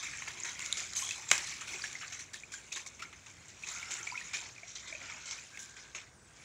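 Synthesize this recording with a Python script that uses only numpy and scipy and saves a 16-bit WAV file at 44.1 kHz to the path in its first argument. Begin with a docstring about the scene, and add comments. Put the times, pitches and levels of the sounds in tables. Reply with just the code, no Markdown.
"""A wading bird bathes in a plastic basin in a walled yard, heard close up by one microphone.
Thrown water is coloured noise and tiny droplet sounds, fine and heavy, over a slow trickle.
Slaps are clicks with a short crackle; blips and plinks in the water are rising, dying sines.
Narrow breathy bands linger in the wash, and one hard drop ticks on the rim.
Small birds far off twitter in sliding sines over the hiss, rumble and hum of the yard."""
import sys
import numpy as np
from scipy import signal
from scipy.io import wavfile
from scipy.ndimage import uniform_filter1d

SR = 44100
rng = np.random.default_rng(int(sys.argv[2]) if len(sys.argv) > 2 else 0)


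def wav_out(sig):
    """Save sig, one row per channel (or a flat mono array), as 16-bit PCM at SR to the path in sys.argv[1]."""
    wavfile.write(sys.argv[1], SR, np.round(np.clip(np.atleast_2d(sig).T, -1, 1) * 32767).astype(np.int16))


N = 284004  # length in samples

# The slow trickle under everything. Each row: time in seconds, level of its fine spray in dB.
TRICKLE = [(0, -49), (.9, -51.5), (1.2, -51.5), (2.1, -53), (2.3, -62), (3.55, -60.5), (3.8, -50),
           (4.25, -51.5), (4.6, -58), (5.2, -53.5), (5.9, -64), (6.15, -75.5), (6.44, -59.5)]
# Thrown water landing as a sudden, dying hiss. Each row: start in seconds, fine spray level in dB,
# heavier drops in dB relative to the spray, time to die by 60 dB in seconds.
GUSHES = [(0.025, -41.5, -3.5, 0.38), (0.274, -39, -1.5, 0.14), (0.446, -40.5, -3, 0.44),
          (0.59, -43.5, -3, 1), (0.77, -36, -6.5, 0.42), (0.956, -36, -11, 0.99), (1.285, -40.5, -11, 0.46),
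          (1.3232, -31, -1, 0.22), (1.3773, -43.5, -3, 1), (1.469, -41, -14, 0.48),
          (1.6094, -41, 0.5, 0.077), (1.672, -43.5, -2, 1), (1.837, -41, -2, 0.27), (2.011, -54, 12, 0.26),
          (2.121, -44.5, -3, 0.32), (2.192, -41.5, -11, 0.19), (2.332, -40, -10.5, 0.25),
          (2.5185, -44, -7, 0.38), (2.721, -36, -10.5, 0.14), (2.758, -38.5, -6.5, 0.27),
          (2.862, -39, -13.5, 0.11), (2.9935, -50.5, 6, 0.1), (3.02, -44.5, -1.5, 0.16),
          (3.127, -51.5, 5, 0.067), (3.261, -50, -3.5, 0.21), (3.481, -48.5, -27, 0.14),
          (3.62, -52.5, -2.5, 1), (3.666, -42.5, -9, 0.89), (3.909, -40.5, -4, 0.61),
          (4.068, -38.5, 2, 0.053), (4.3327, -37, -6, 0.54), (4.671, -51.5, -12, 0.97),
          (4.752, -39.5, -13, 0.36), (4.874, -43.5, -9, 0.45), (5.013, -52.5, -1, 0.88),
          (5.096, -47.5, 1.5, 0.37), (5.255, -43, -13, 0.74), (5.3118, -44.5, -4, 0.48),
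          (5.589, -48, -23, 0.74), (5.763, -52.5, -4.5, 0.8), (5.947, -42.5, -2.5, 0.34),
          (6.359, -56, -22, 0.3)]
# Tone of the fine spray; only its shape counts. Each row: pitch in Hz, strength in dB per Hz.
FINE_SPECTRUM = [(2000, -52), (2900, -10), (3700, -5.5), (4700, -8.5), (6400, 0.5), (7500, -1.5),
                 (8300, -15.5), (9600, -16.5), (12300, -37.5), (15000, -29)]
# Tone of the heavier drops; only its shape counts. Each row: pitch in Hz, strength in dB per Hz.
HEAVY_SPECTRUM = [(50, -54.5), (150, -18.5), (350, -27), (540, -16.5), (1050, -8), (1450, -9), (1900, -5),
                  (2200, 0.5), (2550, -2.5), (2800, -8), (4200, -16), (6000, -38)]
# Change in the top end of the fine spray. Each row: time in seconds, change in dB.
TREBLE_CHANGE = [(0, -4.5), (1, -1.5), (2, -1.5), (4.3, -3.5), (4.7, -37), (5.3, -18), (5.62, 6),
                 (5.95, -32)]
# Tone of the distant hiss; only its shape counts. 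Each row: pitch in Hz, strength in dB per Hz.
YARD_SPECTRUM = [(30, -42), (48, 4), (100, 12.5), (170, 6), (500, 2.5), (1190, -2), (1550, 4.5),
                 (2290, -15), (4430, -10), (6700, -3), (8500, -10), (12100, -32), (15400, -24)]
# Swell of the far rumble. Each row: time in seconds, change in dB.
RUMBLE_SWELL = [(0, 4.5), (2.1, 4), (2.6, -1.5), (3.3, 3.5), (4.4, 1.5)]
# Short pitched blips and plinks in the water, from low bloops to high ticks.
# Each row: start in seconds, peak level in dB, starting pitch in Hz.
BLIPS = [(.066, -34, 2130), (.172, -36, 7200), (.189, -39, 7000), (0.4013, -31.5, 7000),
         (.435, -26.5, 6330), (.621, -31, 6970), (0.953, -30, 6600), (1.022, -41.5, 1015),
         (1.109, -30.5, 2490), (1.734, -36, 2120), (1.82, -32, 4630), (1.839, -31, 1635),
         (1.953, -33.5, 1993), (2.342, -39, 1710), (2.435, -37.5, 2310), (2.539, -37, 1530),
         (2.719, -37, 2460), (2.728, -37, 3660), (2.752, -35, 3600), (2.864, -41.5, 2146),
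         (3.023, -35.5, 1305), (3.053, -43, 2150), (3.636, -32.5, 2400), (3.828, -34.5, 2180),
         (3.918, -32, 7200), (3.9396, -29.5, 7000), (3.989, -36, 7160), (4.030, -34, 5940),
         (4.073, -29, 2240), (4.087, -41, 2160), (4.1, -34, 2280), (4.115, -37, 4600), (4.122, -37.5, 946),
         (4.143, -40.5, 1310), (4.154, -33, 2070), (4.176, -28.5, 2377), (4.199, -41, 2350),
         (4.212, -38.5, 1820), (4.581, -42.5, 2290), (4.632, -40, 2200), (4.631, -51.5, 660),
         (4.924, -48, 618), (4.926, -33, 2270), (4.947, -48.5, 578), (4.951, -34.5, 2370),
         (5.387, -41.5, 2320), (5.547, -45, 2380), (5.575, -50, 2430)]
# Echoes off the basin wall. Each row: delay in seconds, level in dB relative to the direct sound.
WALL_ECHOES = [(.0027, -15)]
# Single drops smacking the water or the plastic. Each row: start in seconds, click level in dB
# before colouring, heavy body in dB relative to the click.
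SLAPS = [(0.222, -32.5, 11.5), (0.661, -16, -20), (0.935, -22, -44), (1.0907, -18.5, -4),
         (1.109, -17.5, -23), (1.121, -19.5, -14), (1.3134, -1.5, -4.5), (1.3155, -2.5, 3.5),
         (1.379, -12, -9), (1.84, -27, -10), (1.929, -21.5, -25), (2.539, -21.5, -27), (3.908, -24, -1.5),
         (5.311, -19, -12), (5.574, -32, 6.5)]
# One hard drop on the rim. Each row: pitch in Hz, peak level in dB.
RIM_TICK = [(3750, -18), (7050, -20), (9500, -30)]
# Narrow breathy bands in the wash. Each row: start in seconds, end in seconds, middle pitch in Hz,
# level in dB before the fade.
BANDS = [(0.961, 1, 6230, -34.5), (0.96, 1.07, 8100, -48), (0.958, 1.06, 11400, -58),
         (.958, 1.04, 14500, -70), (1.024, 1.151, 3300, -45.5), (3.669, 4.093, 1400, -54),
         (5.007, 5.363, 1400, -58), (5.5, 5.93, 1610, -58)]
# Far birds, one note a row. Each row: start in seconds, length in seconds, level in dB,
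# first pitch in Hz, last pitch in Hz, bow of the pitch in the middle in Hz.
TWITTER = [(2.585, .14, -75, 9000, 9200, -150), (6.086, .022, -76, 8100, 8500, 200),
           (6.132, .048, -73, 8650, 9150, 200), (6.168, .06, -70, 8100, 7450, 250),
           (6.215, .05, -74, 8350, 9050, 350), (6.238, .047, -69, 7600, 7200, 600),
           (6.27, .075, -74, 9050, 9050, -350), (6.294, .026, -73, 8200, 7400, 0),
           (6.388, .032, -73, 9200, 8700, 950), (6.426, .016, -72, 9300, 10100, 100)]

GUSH_RISE_S = 0.0014
TRICKLE_HEAVY_DB = -2.5  # heavier drops in the trickle, relative to its spray
TREBLE_HZ = 8160  # the top end of the spray starts here
BASIN_HZ, BASIN_T60_S, BASIN_DB = 365, 0.078, -19.5  # boom of the plastic; T60 = time to die by 60 dB
YARD_DB = -61.5
HUM_HZ, HUM_DB = 58.7, -74  # middle of the wavering pitch and level
# Ring time of a blip at 2 kHz, power by which low blips ring longer, and the longest ring allowed.
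RING_T60_S, RING_SLOPE, LONGEST_RING_S = 0.032, 0.85, 0.065
RING_RISE = 0.32  # climb by the end of the ring, as a share of the starting pitch
SWELL_CYCLES = 1.5  # a blip swells in over a cycle or two
CRACKLE, CRACKLE_T60_S = 0.17, 0.017  # strength relative to the click, time to die by 60 dB
TICK_S, TICK_T60_S = 0.7265, 0.005  # start, time to die by 60 dB
BAND_WIDTH_HZ = 180  # half width at 6 kHz, narrower for low bands
QUAVER_HZ, QUAVER_PER_S = 70, 46  # the whistles tremble in pitch
EDGE_HZ = 15750  # upper limit of the whole sound


def gain_of(db):
    """Turns decibels into a plain multiplier."""
    return 10 ** (np.asarray(db) / 20)


def evened(x):
    """Scales a sound to an rms (average strength) of 1."""
    return x / np.sqrt(np.mean(x ** 2) + 1e-20)


def add(mix, s, sound):
    """Mixes a sound in at s seconds, cutting off what runs past the end."""
    part = mix[round(s * SR):][:len(sound)]
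    part += sound[:len(part)]


def follow(points):
    """Draws straight lines through rows of time and level, one value per sample."""
    return np.interp(np.arange(N) / SR, *np.transpose(points))


def colour(points, size=4096):
    """Builds a filter of energy 1 with the given spectrum that never sounds ahead of its input."""
    hz, db = np.transpose(points)
    bins_hz = abs(np.fft.fftfreq(size, 1 / SR))
    bins_db = np.interp(np.log(bins_hz + 1), np.log(hz + 1), db)
    log_gain = np.log(gain_of(np.maximum(bins_db, -100)))
    # The Hilbert transform gives the phase that packs the energy at the front.
    taps = np.fft.ifft(np.exp(np.conj(signal.hilbert(log_gain)))).real[:size // 2]
    return taps / np.linalg.norm(taps)


def patchy(patchy_db, streaky_db, flicker_db):
    """White noise whose level drifts in patches and thin streaks and flickers across all pitches at once."""
    frames = N // 128 + 5
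    a, b, patches, streaks = rng.standard_normal((frames, 257, 4)).T
    # Axis 0 is pitch and axis 1 is time; streaks are thin in pitch and long in time.
    patches = uniform_filter1d(uniform_filter1d(patches, size=14, axis=0), size=14, axis=1)
    streaks = uniform_filter1d(uniform_filter1d(streaks, size=2, axis=0), size=65, axis=1)
    flicker = evened(uniform_filter1d(rng.standard_normal(frames), size=3))
    level_db = patchy_db * evened(patches) + streaky_db * evened(streaks) + flicker_db * flicker
    z = (a + 1j * b) * gain_of(level_db)
    return evened(signal.istft(z, nperseg=512, noverlap=384)[1][:N])


def dying_sine(hz, t60, rise, swell_s):
    """A sine of envelope peak 1 that swells in and dies away; a rise above 0 makes its pitch climb."""
    t = np.arange(int(t60 * SR) + 2) / SR
    shape = gain_of(-60 * t / t60) * (1 - np.exp(-t / swell_s))
    wave = np.sin(2 * np.pi * hz * (t + rise * t ** 2 / (2 * t60)))
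    return shape / shape.max() * wave


def droplets(low_hz, high_hz, cycles, per_s, spread_db):
    """Many tiny rising, dying sines at random moments, a few of them loud, in 24 pitches."""
    hits = rng.random(N) < per_s / SR
    size = gain_of(spread_db * np.minimum(rng.exponential(1, N), 4)) * hits
    kind, out = rng.integers(0, 24, N), np.zeros(N)
    for k, hz in enumerate(np.geomspace(low_hz, high_hz, 24)):
        grain = dying_sine(hz, cycles / hz, 0.37, 0.000074)
        grain = grain / np.linalg.norm(grain) * np.sqrt(hz)  # higher pitches get more energy
        out += signal.oaconvolve(size * (kind == k), grain)[:N]
    return evened(out)


def coloured(fine, heavy):
    """Gives the two sizes of drop their spectra; the heavy ones also ring the basin."""
    fine = signal.oaconvolve(fine, colour(FINE_SPECTRUM))[:N]
    top = signal.sosfiltfilt(signal.butter(3, TREBLE_HZ, "high", fs=SR, output="sos"), fine)
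    fine = fine + (gain_of(follow(TREBLE_CHANGE)) - 1) * top
    t = np.arange(SR // 4) / SR
    boom = gain_of(-60 * t / BASIN_T60_S) * np.sin(2 * np.pi * BASIN_HZ * t)
    ring = signal.oaconvolve(heavy, gain_of(BASIN_DB) * boom / np.linalg.norm(boom))[:N]
    return fine + signal.oaconvolve(heavy, colour(HEAVY_SPECTRUM))[:N] + ring


def spray():
    """Hiss, droplets and tiny ticks in two sizes: a slow trickle plus every gush, powers adding."""
    power = gain_of(follow(TRICKLE) + [[0], [TRICKLE_HEAVY_DB]]) ** 2  # fine, then heavy
    t = np.arange(SR) / SR
    for s, db, heavy_db, t60 in GUSHES:
        shape = gain_of(db - 60 * t / max(t60, .02)) * (1 - np.exp(-t / GUSH_RISE_S))
        add(power[0], s, shape ** 2)
        add(power[1], s, (gain_of(heavy_db) * shape) ** 2)
    # Single drops sound in both sizes at once.
    hits = rng.random(N) < 240 / SR
    ticks = evened(rng.standard_normal(N) * rng.exponential(1, N) * hits)
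    fine = patchy(3.27, 3.9, 1.3) + .58 * droplets(3360, 14300, 22, 1400, 3.3) + 0.24 * ticks
    heavy = patchy(2.5, 3.6, 1.6) + .36 * droplets(1100, 4000, 45, 600, 2.9) + .17 * ticks
    return coloured(np.sqrt(power[0]) * evened(fine), np.sqrt(power[1]) * evened(heavy))


def yard():
    """Distant hiss over a rumble that swells, with a low hum that wavers in pitch and level."""
    wash = patchy(0.35, 0.97, 0.08)
    wash = evened(signal.oaconvolve(wash, colour(YARD_SPECTRUM, size=16384))[:N])
    rumble = signal.sosfilt(signal.butter(2, 300, fs=SR, output="sos"), wash)
    wash = wash + (gain_of(follow(RUMBLE_SWELL)) - 1) * rumble
    waver = evened(uniform_filter1d(rng.standard_normal(N), size=6000))
    turns = np.cumsum(HUM_HZ + 1.1 * waver) / SR
    hum = np.sqrt(2) * gain_of(HUM_DB + 1.2 * waver) * np.sin(2 * np.pi * turns)
    return gain_of(YARD_DB) * wash + hum


def blips():
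    """Short blips and plinks in the water, low bloops to high ticks: each a rising, dying sine."""
    out = np.zeros(N)
    for s, db, hz in BLIPS:
        t60 = min(RING_T60_S * (hz / 2000) ** -RING_SLOPE, LONGEST_RING_S)
        add(out, s, gain_of(db) * dying_sine(hz, t60, RING_RISE, SWELL_CYCLES / hz))
    return out


def walls(x):
    """Adds the close echoes, then a short scattered tail of random reflections."""
    t = np.arange(SR // 4) / SR
    hits = (rng.random(len(t)) < 2000 / SR) * (t > .004)
    tail = rng.choice([-1., 1.], len(t)) * hits * gain_of(-60 * t / 0.27)
    taps = gain_of(-10) * tail / np.linalg.norm(tail)
    taps[0] = 1  # the direct sound
    for s, db in WALL_ECHOES:
        taps[round(s * SR)] += gain_of(db)
    return signal.oaconvolve(x, taps)[:N]


def slaps():
    """Each slap is a click with a crackle of a few milliseconds, coloured like the drops."""
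    fine, heavy, t = np.zeros(N), np.zeros(N), np.arange(SR // 50) / SR
    noise = rng.standard_normal((len(SLAPS), len(t)))
    for k, (s, db, body_db) in enumerate(SLAPS):
        push = (-1) ** k  # every other slap pushes the opposite way
        crackle = CRACKLE * noise[k] * gain_of(-60 * t / CRACKLE_T60_S)
        click = push * gain_of(db) * ((t == 0) + crackle)
        add(fine, s, click)
        add(heavy, s, gain_of(body_db) * click)
    return coloured(fine, heavy)


def tick():
    """The rim rings for a millisecond or two: a few dying sines of steady pitch."""
    out = np.zeros(N)
    for hz, db in RIM_TICK:
        add(out, TICK_S, gain_of(db) * dying_sine(hz, TICK_T60_S, 0, 2 / hz))
    return out


def bands():
    """Slow noise carried on a sine gives a narrow hiss; it starts fast and fades."""
    out = np.zeros(N)
    for start, end, hz, db in BANDS:
        t = np.arange(0, end - start, 1 / SR)
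        half_width_hz = BAND_WIDTH_HZ * np.sqrt(hz / 6000)
        lowpass = signal.butter(2, half_width_hz, fs=SR, output="sos")
        a, b = signal.sosfilt(lowpass, rng.standard_normal((2, len(t))))
        hiss = evened(a * np.cos(2 * np.pi * hz * t) + b * np.sin(2 * np.pi * hz * t))
        fade = gain_of(db - 5 * t / t[-1])
        add(out, start, fade * hiss * signal.windows.tukey(len(t), .2))
    return out


def twitter():
    """Thin whistles that slide from one pitch to another over an arch, trembling on the way."""
    out = np.zeros(N)
    for s, length, db, first_hz, last_hz, bow_hz in TWITTER:
        u = np.arange(0, 1, 1 / (length * SR))  # 0 to 1 through the note
        quaver = QUAVER_HZ * np.sin(2 * np.pi * QUAVER_PER_S * (s + length * u))
        hz = first_hz + (last_hz - first_hz) * u + bow_hz * np.sin(np.pi * u) + quaver
        whistle = np.sin(2 * np.pi * np.cumsum(hz) / SR)
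        add(out, s, np.sqrt(2) * gain_of(db) * whistle * signal.windows.tukey(len(u), .3))
    return out


def scene():
    """Adds all the sounds; one microphone feeds both channels."""
    mono = walls(slaps() + blips() + tick()) + spray() + bands() + twitter() + yard()
    return np.array([mono, mono])


def record(dry):
    """Cuts off everything above the upper limit with a steep filter."""
    lowpass = signal.firwin(511, EDGE_HZ, window=("kaiser", 9), fs=SR)
    return signal.oaconvolve(dry, lowpass[None], "same")


dry = scene()
out = record(dry)
wav_out(out)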